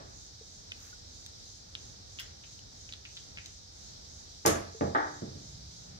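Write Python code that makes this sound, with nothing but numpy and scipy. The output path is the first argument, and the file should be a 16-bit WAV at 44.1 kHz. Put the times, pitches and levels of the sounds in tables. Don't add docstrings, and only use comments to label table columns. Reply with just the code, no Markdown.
import sys
import numpy as np
from scipy import signal
from scipy.fft import rfft, irfft
from scipy.io import wavfile
from scipy.ndimage import uniform_filter1d

SR = 44100
rng = np.random.default_rng(int(sys.argv[2]) if len(sys.argv) > 2 else 0)


def unload_audio(sound):
    columns = np.transpose(np.atleast_2d(sound))
    steps = np.round(np.clip(columns, -1, 1) * 32767)
    wavfile.write(sys.argv[1], SR, steps.astype(np.int16))


N = 264140
TIME = np.arange(N) / SR
AGE = TIME[:SR * 3 // 4]

# (time [s], level [dB], ring [Hz], sharp edge [dB], room [dB],
# delay until they touch again [ms], 0 for none)
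HAND_CLICKS = [(0.7187, -26.5, 2870, -14, -16.5, 2), (1.263, -30, 3750, 1.5, -21, 0),
               (1.7521, -21, 3350, -37, -13.5, 0), (2.188, -26.5, 2950, -19, -12, 5.5),
               (2.1971, -30, 3050, 5, 0, 0), (2.437, -42.5, 2900, -20, 0.5, 0),
               (2.591, -42.5, 3340, -6, -12, 1), (2.891, -34, 2700, -24, -11, 0),
               (2.9246, -26.5, 3600, -16, -11, 12), (3.0522, -32.5, 2700, -22, -4.5, 0),
               (3.169, -30, 3560, -25, -7.5, 5), (3.3731, -29, 2500, -28, -7, 12.5),
               (3.4594, -34, 3900, -2, -8, 1)]
# (frequency [Hz], level [dB])
EDGE_COLOUR = [(700, -5), (1400, -7), (3000, 3), (6500, 7.5), (8500, -1), (9800, -10), (11500, -10),
               (13000, -10), (15500, -13)]
REBOUND_DB = 0.5
SWELL_CYCLES = 0.67
PALM_SPARED = 2.5


def hand_clicks(palm_hz=1850, palm_db=-8, palm_t60=0.0024, edge_t60=0.0054, cut_hz=1400):
    out = np.zeros((2, N))
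    palm = ring([(palm_hz, palm_db, palm_t60)])
    no_bass = signal.butter(4, cut_hz, "highpass", fs=SR, output="sos")
    room_colour = [(1500, 7.5), (2600, 3), (3600, 3.5), (6000, -3.0), (12000, 7)]
    for s, db, hz, edge_db, room_db, rebound_ms in HAND_CLICKS:
        lag_ms = -.21 + 0.071 * rng.standard_normal()
        swell = hz * AGE / SWELL_CYCLES
        hollow = swell * np.exp(1 - swell) * np.sin(2 * np.pi * hz * AGE)
        body = hollow + palm / (1 + PALM_SPARED * undb(edge_db))
        edge = undb(edge_db) * np.linalg.norm(hollow) * snap(EDGE_COLOUR, edge_t60, lag_ms)
        click = signal.sosfilt(no_bass, ports(body, lag_ms) + edge)
        reflections = diffuse(stretch=0.84, early_db=2.5, early_t60=0.056)
        room = colour(unit(reflections), room_colour)
        touches = [(s, db)]
        if rebound_ms > .5:
            touches.append((s + rebound_ms / 1000, db + REBOUND_DB))
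        for touch_s, touch_db in touches:
            add(out, touch_s, undb(touch_db) * click)
            add(out, touch_s + 0.0018, undb(touch_db + room_db) * through(click[1], room))
    return out


# (time [s], level [dB])
FELT_THUDS = [(-.06, -12), (4.4515, -5), (4.454, 2.5), (4.467, 2.5), (4.478, 0), (4.81, 4.5), (5.221, -3),
              (5.353, -11.5), (5.448, -21), (5.543, -29)]
# (frequency [Hz], level [dB], t60 [s])
TABLE_BED_MODES = [(86.7, -8, 1), (135.2, -2.5, 0.58), (200.5, 0.5, 0.37), (226, -4, 0.27),
                   (295, -2.5, 0.26), (327.7, 1, 0.16), (361.3, -5, 0.37), (441.5, 1.5, 0.37),
                   (461, -6, 0.13), (565, -0.5, 0.36), (605, -3, 0.52), (694, -8, 0.56), (673, -0.5, 0.52),
                   (816, 1, 0.47), (850, 4.5, 0.19), (1132, -3.5, 0.43), (1160, -20, 0.18),
                   (1157, -1, 0.44), (1283, -0.5, 0.48), (1660, -6.5, 0.62), (1610, -11.5, 0.24),
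                   (1760, -0.5, .3), (1860, 0, 0.29), (2050, -5, 0.39)]
# (frequency [Hz], level [dB])
BED_COLOUR = [(50, -31), (90, 1), (170, -4), (350, 3.5), (520, 2), (1000, -3.5), (1700, -1), (2400, -4),
              (4000, -9), (9000, -6)]
LANDS_S, LANDING_HZ, SLOWING_S = 4.474, 1227, 0.53


def thuds(modes_db=2.5, dense_db=6, blow_db=2, lag_ms=0.46, scatter_ms=0.13, pan_db=-1):
    out = np.zeros((2, N))
    blow = unit(colour(ports(1. * (AGE == 0), lag_ms), BED_COLOUR))
    for s, db in FELT_THUDS:
        soft_hz = LANDING_HZ * np.exp(-max(s - LANDS_S, 0) / SLOWING_S)
        dense = unit(colour(diffuse(stretch=0.98, early_db=-27, early_t60=0.055), BED_COLOUR))
        modal = board(TABLE_BED_MODES, lag_ms, scatter_ms)
        answer = undb(modes_db) * modal + undb(dense_db) * dense + undb(blow_db) * blow
        cushion = signal.butter(2, soft_hz, fs=SR, output="sos")
        add(out, s, undb(db) * signal.sosfilt(cushion, answer))
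    return out * undb([[pan_db], [-pan_db]])


# (time [s], level [dB], sharp edge [dB])
DICE_CLACKS = [(4.459, -14, -11), (4.4608, -8, -38), (4.462, -3, -1), (4.464, -10.5, 7)]
# (frequency [Hz], level [dB], t60 [s])
CLACK_RING_MODES = [(4555, -8.5, 0.071), (5130, 0, 0.026), (6120, 1.5, 0.044), (6380, -10, 0.046),
                    (6570, -2, 0.049), (6950, 1.5, 0.047), (7770, -8, .04)]
# (frequency [Hz], level [dB])
CLACK_COLOUR = [(800, -1), (1800, -2.5), (2600, -4.5), (3300, -4), (4400, -5.5), (6300, -4), (8200, -5.5),
                (9300, -3.5), (11500, 0), (13000, -5), (14200, -12), (15500, -15)]


def clacks(ring_db=3, edge_db=0, ring_room_db=2, edge_room_db=5, rattle_t60=0.0085, lag_ms=0.332, pan_db=2):
    out = np.zeros((2, N))
    tone = ring(CLACK_RING_MODES)
    for s, db, sharp_db in DICE_CLACKS:
        direct = undb(ring_db) * unit(ports(tone * fade(rattle_t60), lag_ms))
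        direct = direct + undb(edge_db + sharp_db) * snap(CLACK_COLOUR, 0.0014, lag_ms)
        room = diffuse(stretch=1.0, early_db=-16, early_t60=0.14)
        ring_room = undb(ring_room_db) * unit(through(tone, room))
        edge_room = undb(edge_room_db + sharp_db) * unit(colour(room, CLACK_COLOUR))
        add(out, s, undb(db) * direct * undb([[pan_db], [-pan_db]]))
        add(out, s + .004, undb(db) * (ring_room + edge_room))
    return out


# (time [s], level [dB])
END_WALL_KNOCKS = [(4.9492, 1.5)]
# (frequency [Hz], level [dB], t60 [s])
END_WALL_MODES = [(299, -8.5, 1), (361, -8, 0.7), (422, -1.5, 0.38), (640, -5, 0.34), (672, 1.5, .3),
                  (713, -1, 0.23), (766, -1, 0.51), (800, 3, 0.45), (880, 4.5, 0.5), (980, -15, 0.3),
                  (1026, -13, 0.36), (1154, 6, 0.32), (1200, 0, 0.55), (1266, 2, 0.38), (1310, -6, 0.35),
                  (1430, -5, 0.28), (1526, -9, .42), (1580, -1, 0.48), (1700, -5, 0.48), (1775, -3, 0.3),
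                  (1840, -8, 0.38), (1906, -6, 0.49), (1975, -14.5, 0.52), (2030, -13.5, 0.36),
                  (2156, -17, 0.23)]
# (frequency [Hz], level [dB])
WALL_COLOUR = [(150, -44.5), (260, -3.5), (380, -5.5), (750, 0), (1050, -1.5), (1300, -0.5), (1850, -2.5),
               (2250, -16), (2700, -29.5), (3700, -20.5), (4800, -37), (14000, -58)]


def wall_knocks(modes_db=5.0, dense_db=5, blow_db=-4, lag_ms=0.42, scatter_ms=0.064):
    out = np.zeros((2, N))
    blow = unit(colour(ports(1. * (AGE == 0), lag_ms), WALL_COLOUR))
    for s, db in END_WALL_KNOCKS:
        dense = unit(colour(diffuse(stretch=1.04, early_db=-39, early_t60=.1), WALL_COLOUR))
        modal = board(END_WALL_MODES, lag_ms, scatter_ms)
        answer = undb(modes_db) * modal + undb(dense_db) * dense + undb(blow_db) * blow
        add(out, s, undb(db) * answer)
    return out


def rolling(db=-55.5):
    band = [(40, -29), (65, -1.5), (130, 1), (180, 0), (280, -30), (800, -58)]
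    murmur = shape(noise(TIME, RINGING_WIDTH), undb(along(band, bins(TIME))))
    return level(murmur, db) * np.interp(TIME, [4.95, 5.25, 5.6, 6], [0.083, 1, 0.98, 0.88])


def felt_brush(s=0.86, spread_s=0.079, db=-60.5):
    cloth = [(500, -5), (1500, 9.5), (4000, 0), (9000, -4), (11500, -2), (15500, -4)]
    hiss = colour(rng.standard_normal((2, N)), cloth)
    return level(hiss, db) * np.exp(-((TIME - s) / spread_s) ** 2)


# (time [s], frequency [Hz], level [dB], t60 [s])
TABLE_TOCKS = [(.41, 448, -44, 0.067), (.928, 1460, -39.5, 0.042), (4.745, 445, -40, 0.15)]


def tocks(rise_s=0.0017, lag_ms=0.24):
    out = np.zeros((2, N))
    for s, hz, db, t60 in TABLE_TOCKS:
        note = ring([(hz, db, t60)]) * (1 - np.exp(-AGE / rise_s))
        add(out, s, ports(note, lag_ms))
    return out


# (frequency [Hz], relative level [dB])
CHORUS_COLOUR = [(2400, -29), (3000, -19), (3800, -8), (4300, -8), (4900, -5), (5500, -4.5), (6500, -10.5),
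                 (7300, -18.5), (8200, -20.5), (9200, -39.5), (10800, -32), (12500, -38.5), (15500, -34)]
# (frequency [Hz], relative level [dB])
CALLER_COLOUR = [(4500, -24), (5700, -2.5), (6400, -0.5), (7000, 2.5), (7600, -13.5), (8200, -15),
                 (9200, -29), (10800, -23), (13000, -36), (15500, -35)]
FIRST_CHIRP_S, CHIRP_PERIOD_S = .195, .3295


def insects(chorus_db=-53.0, caller_db=-59.0, chirp_s=0.11, stroke_hz=78, stroke_depth=0.99,
            waver_db=0.74, paths_t60=0.14, blur=0.7, pan_db=-1):
    crowd = level(far(rng.standard_normal(N), paths_t60), 0) + blur * rng.standard_normal((2, N))
    chorus = colour(crowd, CHORUS_COLOUR) * undb(waver_db * walk(10))
    chirp_times = np.arange(FIRST_CHIRP_S, N / SR, CHIRP_PERIOD_S)
    chirps = sum(np.exp(-((TIME - s) / chirp_s) ** 2) for s in chirp_times)
    stroke_rate = stroke_hz * (1 + 0.0486 * walk(15))
    strokes = 1 + stroke_depth * np.sin(2 * np.pi * np.cumsum(stroke_rate) / SR)
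    rasp = rng.standard_normal(N) * chirps * strokes
    caller = colour(far(rasp, paths_t60), CALLER_COLOUR)
    return level(chorus, chorus_db) + level(caller, caller_db) * undb([[pan_db], [-pan_db]])


# (frequency [Hz], relative density [dB per Hz])
RUMBLE_SPECTRUM = [(12, -59), (20, -14), (38, -5), (90, -2.5), (150, -13.5), (177, -14), (305, -18),
                   (339, -19.5), (409, -18), (573, -20), (853, -20), (1050, -27), (1350, -25), (2380, -31),
                   (3000, -38.5), (3900, -43), (6600, -120)]
# (frequency [Hz], side minus mid [dB])
RUMBLE_SIDES = [(40, -2), (100, -19), (200, -4.5), (400, 2), (900, 7.5), (3000, 0)]
RUMBLE_DB = -54.5


def rumble(waver_db=1, pan_db=-0.82):
    air = shape(noise(TIME, RUMBLE_SIDES), undb(along(RUMBLE_SPECTRUM, bins(TIME))))
    return level(air * undb(waver_db * walk(6.165)), RUMBLE_DB) * undb([[pan_db], [-pan_db]])


def snap(points, t60, lag_ms):
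    return unit(colour(ports(rng.standard_normal(len(AGE)) * fade(t60), lag_ms), points))


def board(modes, lag_ms, scatter_ms):
    lags = lag_ms + scatter_ms * rng.standard_normal(len(modes))
    signed = [(-1) ** k * ring([mode]) for k, mode in enumerate(modes)]
    return unit(sum(ports(tone, lag) for tone, lag in zip(signed, lags)))


def ring(modes):
    out = 0
    for k, (hz, db, t60) in enumerate(modes):
        out = out + (-1) ** k * undb(db) * np.sin(2 * np.pi * hz * AGE) * fade(t60)
    return out


def fade(t60):
    return undb(-60 * AGE / t60)


# (frequency [Hz], t60 [s])
ROOM_DECAY = [(80, 0.71), (200, 0.53), (450, 0.53), (1000, 0.49), (2000, 0.49), (4000, .36), (8000, 0.31),
              (15000, 0.095)]
# (frequency [Hz], side minus mid [dB])
RINGING_WIDTH = [(80, -24), (170, -21), (330, -0.5), (700, 4.5), (1400, 2.5), (3000, -1), (12000, 1.5)]


def diffuse(stretch, early_db, early_t60):
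    source = noise(AGE, RINGING_WIDTH)
    centres = [hz for hz, _ in ROOM_DECAY]
    flurry = undb(early_db) * fade(early_t60)
    out = 0
    for row, (_, t60) in zip(np.eye(len(centres)), ROOM_DECAY):
        mask = along(list(zip(centres, row)), bins(AGE))
        out = out + shape(source, mask) * (fade(t60 * stretch) + flurry)
    return out


def through(x, response):
    return signal.fftconvolve(np.atleast_2d(x), response, axes=1)[:, :len(AGE)]


def far(x, t60):
    paths = rng.standard_normal((2, len(AGE))) * fade(t60)
    return irfft(rfft(x) * rfft(paths, N), N)


def ports(x, lag_ms):
    late = shape(x, np.exp(-2j * np.pi * bins(x) * abs(lag_ms) / 1000))
    pair = np.array([x, late])
    return pair if lag_ms > 0 else pair[::-1]


def noise(like, width):
    mid, side = rng.standard_normal((2, len(like)))
    ratio = undb(along(width, bins(like)))
    mid = shape(mid, 1 / np.hypot(1, ratio))
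    side = shape(side, ratio / np.hypot(1, ratio))
    return np.array([mid + side, mid - side])


def walk(rate):
    k = int(SR / rate)
    held = np.repeat(rng.standard_normal(N // k + 1), k)
    return np.sqrt(2) * uniform_filter1d(uniform_filter1d(held, k), k)[:N]


def colour(x, points):
    size = 2048
    cepstrum = irfft(np.log(undb(along(points, np.fft.rfftfreq(size, 1 / SR)))))
    cepstrum[1:size // 2] *= 2
    cepstrum[size // 2 + 1:] = 0
    response = irfft(np.exp(rfft(cepstrum)))
    return signal.fftconvolve(x, response[None], axes=1)[:, :x.shape[1]]


def shape(x, gain):
    return irfft(rfft(x) * gain, x.shape[-1])


def bins(x):
    return np.fft.rfftfreq(x.shape[-1], 1 / SR)


def along(points, hz):
    f, value = np.transpose(points)
    return np.interp(np.log(np.maximum(hz, 1)), np.log(f), value)


def undb(db):
    return 10 ** (np.asarray(db) / 20)


def unit(x):
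    return x / np.sqrt(np.sum(x ** 2) / 2)


def level(x, db):
    return x * undb(db) / np.sqrt(np.mean(x ** 2))


def add(out, s, x):
    start = int(s * SR)
    out[:, max(start, 0):start + len(AGE)] += x[:, max(-start, 0):N - start]


def scene():
    dice = hand_clicks() + thuds() + clacks() + wall_knocks() + rolling()
    return dice + felt_brush() + tocks() + insects() + rumble()


TOP_HZ = 15600


def record(dry):
    lean = signal.sosfilt(signal.butter(4, 36, "highpass", fs=SR, output="sos"), dry)
    return signal.sosfilt(signal.ellip(10, .2, 80, TOP_HZ, fs=SR, output="sos"), lean)


dry = scene()
out = record(dry)
unload_audio(out)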